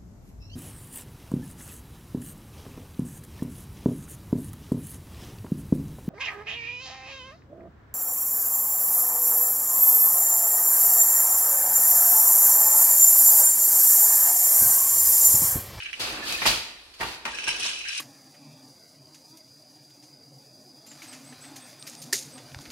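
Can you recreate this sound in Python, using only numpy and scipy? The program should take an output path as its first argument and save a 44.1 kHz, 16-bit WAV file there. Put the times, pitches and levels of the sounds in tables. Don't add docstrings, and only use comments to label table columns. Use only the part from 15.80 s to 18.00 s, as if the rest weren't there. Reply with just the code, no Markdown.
import sys
import numpy as np
from scipy import signal
from scipy.fft import rfft, irfft
from scipy.io import wavfile
from scipy.ndimage import uniform_filter1d

SR = 44100
rng = np.random.default_rng(int(sys.argv[2]) if len(sys.argv) > 2 else 0)


def convert_level_to_amplitude(level_db):
    exponent = np.asarray(level_db, float) / 20
    return 10 ** exponent


def transcribe(u):
    v = np.clip(np.atleast_2d(u).T, -1, 1)
    q = np.round(v * 32767).astype(np.int16)
    wavfile.write(sys.argv[1], SR, q)


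N = 97020

# (frequency [Hz], density [dB per Hz])
AIR_COLOUR = [(30, 7.5), (55, -1), (140, -16.5), (600, -18), (2500, -20), (4300, -9.5), (6500, -23),
              (10500, -19), (15500, -39)]
# (frequency [Hz], T60 [s])
STUDIO_DECAY = [(60, 0.51), (300, 0.52), (1000, 0.62), (3000, 0.76), (6000, 0.56), (12000, 0.093)]
# (time [s], level [dB])
RUB_LEVEL = [(0.0, -65.5), (0.16, -60.5), (0.24, -40), (0.37, -39.5), (0.59, -51), (0.72, -55), (0.91, -55),
             (0.99, -61.5), (1.19, -64), (1.3, -46.5), (1.44, -54.5), (1.74, -46.5), (2.02, -56.5),
             (2.2, -82)]
# (frequency [Hz], density [dB per Hz])
FRAME_COLOUR = [(18, -43), (30, -3), (57, 2), (86, -17), (345, 1.5), (601, -3.5), (1570, -4.5), (2160, -8),
                (2500, -1.5), (3250, -15.5), (5500, -120)]
# (start [s], length [s], pitch [Hz], level [dB])
SQUEAKS = [(0.422, 0.03, 1726, -36.5), (0.474, .014, 2260, -44), (0.498, 0.044, 2567, -38),
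           (0.535, 0.032, 2520, -30.5), (0.578, 0.022, 1787, -38.5), (1.128, 0.023, 4480, -55),
           (1.525, 0.037, 1670, -39.5), (1.574, 0.048, 1622, -42), (1.63, 0.022, 1650, -48),
           (1.67, 0.025, 1617, -29.5), (1.714, 0.091, 1622, -43), (1.835, 0.11, 1627, -48.5),
           (1.69, .03, 5400, -41), (1.231, 0.014, 2790, -38), (1.818, 0.033, 2507, -31.5)]
# (time [s], level [dB])
SHAKE_LEVEL = [(0.15, -62), (0.188, -66.5), (0.204, -40), (0.42, -54.5), (0.488, -41), (0.538, -43),
               (0.592, -47), (0.65, -41.5), (0.668, -29.5), (1.024, -77.5), (1.134, -89), (1.14, -60.5),
               (1.18, -70), (1.208, -48.5), (1.346, -53), (1.445, -79)]
# (frequency [Hz], density [dB per Hz])
HEDDLE_COLOUR = [(710, 1.5), (1200, -10.5), (1760, -11), (2540, -2.5), (3350, -2.5), (4770, 1), (5370, -6),
                 (11200, -6.5), (15500, -17.5)]
# (time [s], peak [dB], floor thump [dB], crack [dB], brightness [dB per octave])
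WOOD_KNOCKS = [(0.196, -26.5, -16, -3, -13), (0.523, -28.5, -23, 5.5, -2), (0.618, -28, -16, -20, 20),
               (0.654, -12, -35, -26, 4.5), (0.662, -20.5, -16, 2, -2), (0.674, -27, -11, 9.5, -3),
               (1.199, -26.5, -10.5, -28, -3), (1.207, -25.5, -33, -13, 6), (1.2112, -18, -19, -19, -3),
               (1.23, -30, -28, -17, 8), (1.246, -31, -28, -23, -7), (1.266, -31, -28, -13, -13),
               (1.453, -21, -33, -12.5, 8.5), (1.464, -37, -43, -18, 9.5), (1.478, -32.5, -26, -17, 9),
               (1.675, -20.5, -26, -17, -6), (1.792, -30.5, -23, -20, -2), (1.851, -27.5, -32, -10, 2)]
# (frequency [Hz], level [dB], T60 [s])
RAIL_MODES = [(367, -11, 0.031), (507, -14, 0.042), (784, -17, 0.028), (810, -29, 0.013),
              (905, -0.5, 0.035), (990, 2.5, 0.033), (1160, 3.5, 0.017), (1375, 2, 0.013),
              (1570, 4.5, 0.0088), (1853, 2, 0.018), (2060, -4, 0.016), (2360, -2.5, 0.019),
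              (2770, -25, 0.016), (3200, -38, 0.013)]
# (frequency [Hz], level [dB], T60 [s])
BOARD_MODES = [(55.2, -6, 0.35), (93, -14, 0.11), (119, -9, 0.19)]
# (time [s], level [dB])
BRUSH_FIRST = [(0, -56), (.1, -62), (.2, -58)]
BRUSH_NEXT = [(1.45, -70), (1.452, -51.5), (1.666, -53), (1.682, -40.5), (1.764, -50), (1.86, -37),
              (2.034, -57), (2.096, -49), (2.2, -44)]
# (frequency [Hz], density [dB per Hz])
WARP_COLOUR = [(760, -15.5), (1300, -18), (1640, -10), (1780, -18), (2560, -4), (2920, 0), (3230, -2),
               (8830, -7), (12000, -7.5), (15600, -54), (22000, -120)]
# (time [s], level [dB])
SCUFF_FIRST = [(0, -45.5), (.035, -52), (.06, -50), (.11, -53)]
SCUFF_NEXT = [(2.049, -73), (2.053, -37.5), (2.136, -46.5), (2.16, -66), (2.188, -44), (2.2, -55)]
# (frequency [Hz], level [dB], T60 [s])
HULL_MODES = [(1570, -2, 0.018), (1654, 1.5, 0.017), (1850, -0.5, 0.011), (2030, -2, 0.0083),
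              (2300, -3.5, 0.011)]
# (time [s], peak [dB])
STEEL_TICKS = [(0.0314, -38.5), (0.1276, -39), (1.4548, -38), (1.5473, -34), (1.5808, -34), (1.6408, -30),
               (1.68, -21), (1.697, -29), (1.7076, -34), (1.7614, -29), (1.797, -29), (1.8047, -31.5),
               (1.8307, -28), (1.8618, -25.5), (1.989, -34), (2.085, -28), (2.1321, -33), (2.1494, -35),
               (2.175, -27.5)]
# (frequency [Hz], level [dB], T60 [s])
PIN_MODES = [(4800, -7, 0.024), (5430, 0.5, 0.033), (5650, 3.5, .025), (6000, -3, 0.022),
             (6460, -2.5, 0.021), (7930, -3, 0.016), (8800, 6, 0.017), (9470, -2, 0.018), (10450, -7, .015),
             (10700, -16, 0.014)]
# (time [s], level [dB])
SPIN_FIRST = [(0, -45), (.035, -46), (.055, -42), (.07, -42), (.11, -55), (.16, -72), (.2, -60)]
SPIN_NEXT = [(1.453, -45), (1.52, -48), (1.6, -39.5), (1.665, -39), (1.7, -31), (1.79, -47), (1.85, -40.5),
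             (1.95, -39.5), (2.045, -44), (2.055, -41.5), (2.2, -40.5)]
# (time [s], peak [dB])
BOBBIN_TICKS = [(0.002, -25.5), (0.0229, -29.5), (0.029, -32), (0.0372, -34), (0.048, -34), (0.0587, -25),
                (0.0629, -28.5), (0.073, -34), (0.089, -31.5), (0.097, -32), (0.1304, -22.5), (0.1365, -24),
                (.142, -32), (1.4532, -22), (1.5726, -31), (1.586, -27), (1.6402, -31), (1.6679, -25),
                (1.6747, -30), (1.6817, -23), (1.6907, -19.5), (1.698, -37), (1.708, -53), (1.8315, -24),
                (1.863, -35), (2.0142, -30.5), (2.0541, -36), (2.083, -32), (2.092, -28), (2.129, -29),
                (2.149, -33), (2.175, -41)]
# (frequency [Hz], level [dB], T60 [s])
BOBBIN_MODES = [(1630, -35.5, 0.011), (1730, -24, 0.017), (2065, -13, 0.027), (2330, -7.5, 0.056),
                (2548, 2, 0.029), (2765, 3, 0.02), (2992, -3, 0.049), (3110, -11.5, 0.067),
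                (3977, -7.5, 0.04), (4570, -14.5, 0.06), (5400, -8, 0.027), (5870, -12.5, 0.022),
                (6210, -10.5, 0.04), (8900, -19, .004)]

WOOD_ROOM_DB, METAL_ROOM_DB, SPOOL_ROOM_DB = -5.5, -8.5, -7
RATTLES_PER_S, SPOOL_LOW_HZ = 3000, 1400


def rms_one(x):
    return x / np.sqrt(np.mean(x ** 2) + 1e-20)


def in_time(rows):
    s, db = np.transpose(rows)
    return convert_level_to_amplitude(np.interp(np.arange(N) / SR, s, db, -120, -120))


def at_hz(points, hz):
    table = np.array(points)
    return np.interp(np.log(hz), np.log(table[:, 0]), table[:, 1])


def butter(x, order, hz, kind="low"):
    return signal.sosfilt(signal.butter(order, hz, kind, fs=SR, output="sos"), x)


def colour(x, spectrum):
    hz = np.arange(N // 2 + 1) * SR / N + 1
    return rms_one(irfft(rfft(x) * convert_level_to_amplitude(at_hz(spectrum, hz)), N))


def ring(clicks, hz, t60):
    r = convert_level_to_amplitude(-60 / (t60 * SR))
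    w = 2 * np.pi * hz / SR
    return signal.lfilter([0, np.sin(w)], [1, -2 * r * np.cos(w), r * r], clicks + 1e-18)


def ring_modes(clicks, modes):
    out = 0
    for k, (hz, level_db, t60) in enumerate(modes):
        out = out + convert_level_to_amplitude(level_db) * ring(clicks, hz, t60) * (-1) ** k
    return out


def blows_at(s, gain):
    blows = np.zeros(N)
    blows[(s * SR).astype(int)] = gain
    return blows


def dying(blows, seconds):
    keep = np.exp(-1 / (seconds * SR))
    return signal.lfilter([1], [1, -keep], blows + 1e-18), keep


def grains(rate, spread_db):
    sizes = convert_level_to_amplitude(spread_db * np.minimum(rng.exponential(1, (2, N)), 4))
    sizes = sizes * rng.choice([-1, 1], (2, N))
    return sizes * (rng.random((2, N)) < rate / SR)


def pair(common, apart):
    side = convert_level_to_amplitude(-.5) * butter(apart, 3, 950, "high") + convert_level_to_amplitude(-17) * apart
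    return common + side * [[1], [-1]]


def strike(s, db, modes, contact_s, tilt=0, touch=.12):
    out, rough = np.zeros((2, N)), pair(*rng.standard_normal((2, N)))
    for hz, level_db, t60 in modes:
        uneven_db = 2 * rng.standard_normal(len(s))
        blows = blows_at(s, convert_level_to_amplitude(db + level_db + tilt * np.log2(hz / 1000) + uneven_db))
        contact, keep = dying(blows, contact_s)
        contact = contact * np.sqrt(1 - keep ** 2)
        out += ring(contact * rough + touch * blows, hz, t60)
    return out


def jingle(rate, cycles, spectrum):
    clicks, dealt = grains(rate, spread_db=2.5), rng.integers(0, 40, (2, N))
    rings = 0
    for k, hz in enumerate(np.geomspace(1150, 16000, 40)):
        rings = rings + ring(clicks * (dealt == k), hz, cycles / hz) * hz ** .5
    return pair(*colour(rings, spectrum))


def air():
    return convert_level_to_amplitude(-54) * pair(*colour(rng.standard_normal((2, N)), AIR_COLOUR))


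def studio(x):
    t, tail = np.arange(SR) / SR, 0
    for low in 30 * 2 ** np.arange(0, 9.1, .5):
        band = butter(rng.standard_normal((2, SR)), 2, [low, low * 2 ** .5], "band")
        tail = tail + band * convert_level_to_amplitude(-60 * t / at_hz(STUDIO_DECAY, low * 1.19))
    tail = rfft(tail * np.clip((t - .003) / 0.0078, 0, 1))
    usual = uniform_filter1d(np.abs(tail), size=150)
    tail = tail / np.maximum(np.abs(tail), usual) * np.minimum(1, usual / np.median(usual))
    tail = pair(*(irfft(tail, SR) * (t < .8)))
    tail = tail / np.sqrt(np.sum(tail[0] ** 2))
    return signal.fftconvolve(x.mean(axis=0)[None], tail, axes=1)[:, :N]


def frame():
    return pair(*colour(grains(2500, spread_db=1.0), FRAME_COLOUR)) * in_time(RUB_LEVEL) * convert_level_to_amplitude(0.5)


def squeaks():
    out, t = np.zeros((2, N)), np.arange(N) / SR
    for s, length, hz, db in SQUEAKS:
        swell = np.sin(np.pi * np.clip((t - s) / length, 0, 1))
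        tone = ring(ring(rng.standard_normal((2, N)), hz, .04), hz, .04)
        tone = tone[0] + .6 * tone[1] * np.array([[1], [-1]])
        tone = swell * tone / uniform_filter1d(np.abs(tone[0] + tone[1]), size=700) ** .8
        out += convert_level_to_amplitude(db) * rms_one(tone) * np.sqrt(length * SR / N / 2)
    return out


def warp():
    soft = butter(jingle(9000, 30, WARP_COLOUR), 9, 10600)
    return soft * (in_time(BRUSH_FIRST) + in_time(BRUSH_NEXT)) * convert_level_to_amplitude(7)


def heddles():
    return jingle(14000, 35, HEDDLE_COLOUR) * in_time(SHAKE_LEVEL) * convert_level_to_amplitude(9.5)


def knocks():
    s, db, thump, crack, tilt = np.transpose(WOOD_KNOCKS)
    rails = butter(strike(s, db - 13.5, RAIL_MODES, 0.017, tilt), 2, 220, "high")
    boards = butter(strike(s, db + thump + 5, BOARD_MODES, 0.017), 2, 170)
    snap = dying(blows_at(s, convert_level_to_amplitude(db + crack)), 0.014)[0] * rng.standard_normal((2, N))
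    return rails + boards + butter(snap, 2, [1500, 11000], "band")


def pin():
    s, db = np.transpose(STEEL_TICKS)
    chatter = rms_one(ring_modes(grains(1500, spread_db=3.0), PIN_MODES))
    both = chatter * in_time(SPIN_NEXT) * convert_level_to_amplitude(-13) + strike(s, db - 8.5, PIN_MODES, 0.0076)
    return butter(both, 5, [4000, 12000], "band")


def hull():
    scuff = ring_modes(grains(RATTLES_PER_S, spread_db=2.5), HULL_MODES)
    scuff = butter(scuff, 5, SPOOL_LOW_HZ, "high")
    return rms_one(scuff) * (in_time(SCUFF_FIRST) + in_time(SCUFF_NEXT))


def bobbin():
    knots = N // 250 + 2
    lumps = np.interp(np.arange(N) / 250, np.arange(knots), rng.standard_normal(knots))
    clicks = grains(RATTLES_PER_S, spread_db=2.5) * convert_level_to_amplitude(3 * lumps)
    rattle = rms_one(ring_modes(clicks, BOBBIN_MODES))
    rattle = rattle * (in_time(SPIN_FIRST) + in_time(SPIN_NEXT)) * convert_level_to_amplitude(3.5)
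    s, db = np.transpose(BOBBIN_TICKS)
    both = rattle + strike(s, db - 9.0, BOBBIN_MODES, 0.003, touch=.5)
    top = signal.sosfiltfilt(signal.butter(3, 3400, "high", fs=SR, output="sos"), both)
    both = both - top * (1 - convert_level_to_amplitude(-15)) * (np.arange(N) < SR)
    return butter(both, 5, [SPOOL_LOW_HZ, 10500], "band")


def scene():
    wood = knocks() + frame() + squeaks()
    metal = heddles() + warp()
    spool = bobbin() + pin() + hull()
    wet = studio(convert_level_to_amplitude(WOOD_ROOM_DB) * wood + convert_level_to_amplitude(METAL_ROOM_DB) * metal + convert_level_to_amplitude(SPOOL_ROOM_DB) * spool)
    return wood + metal + spool + wet + air()


def top_cut(x):
    return signal.sosfilt(signal.butter(12, 16650, fs=SR, output="sos"), x)


def record(dry):
    dull_band = signal.butter(3, [6580, 13400], "band", fs=SR, output="sos")
    dip = signal.sosfiltfilt(dull_band, dry[1])
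    right = convert_level_to_amplitude(.9) * (dry[1] - (1 - convert_level_to_amplitude(-14.5)) * dip)
    both = butter(np.array([dry[0], right]), 3, 44, "high")
    both = signal.sosfilt(signal.ellip(12, .5, 85, 15900, fs=SR, output="sos"), both)
    return top_cut(both)


dry = scene()
out = record(dry)
transcribe(out)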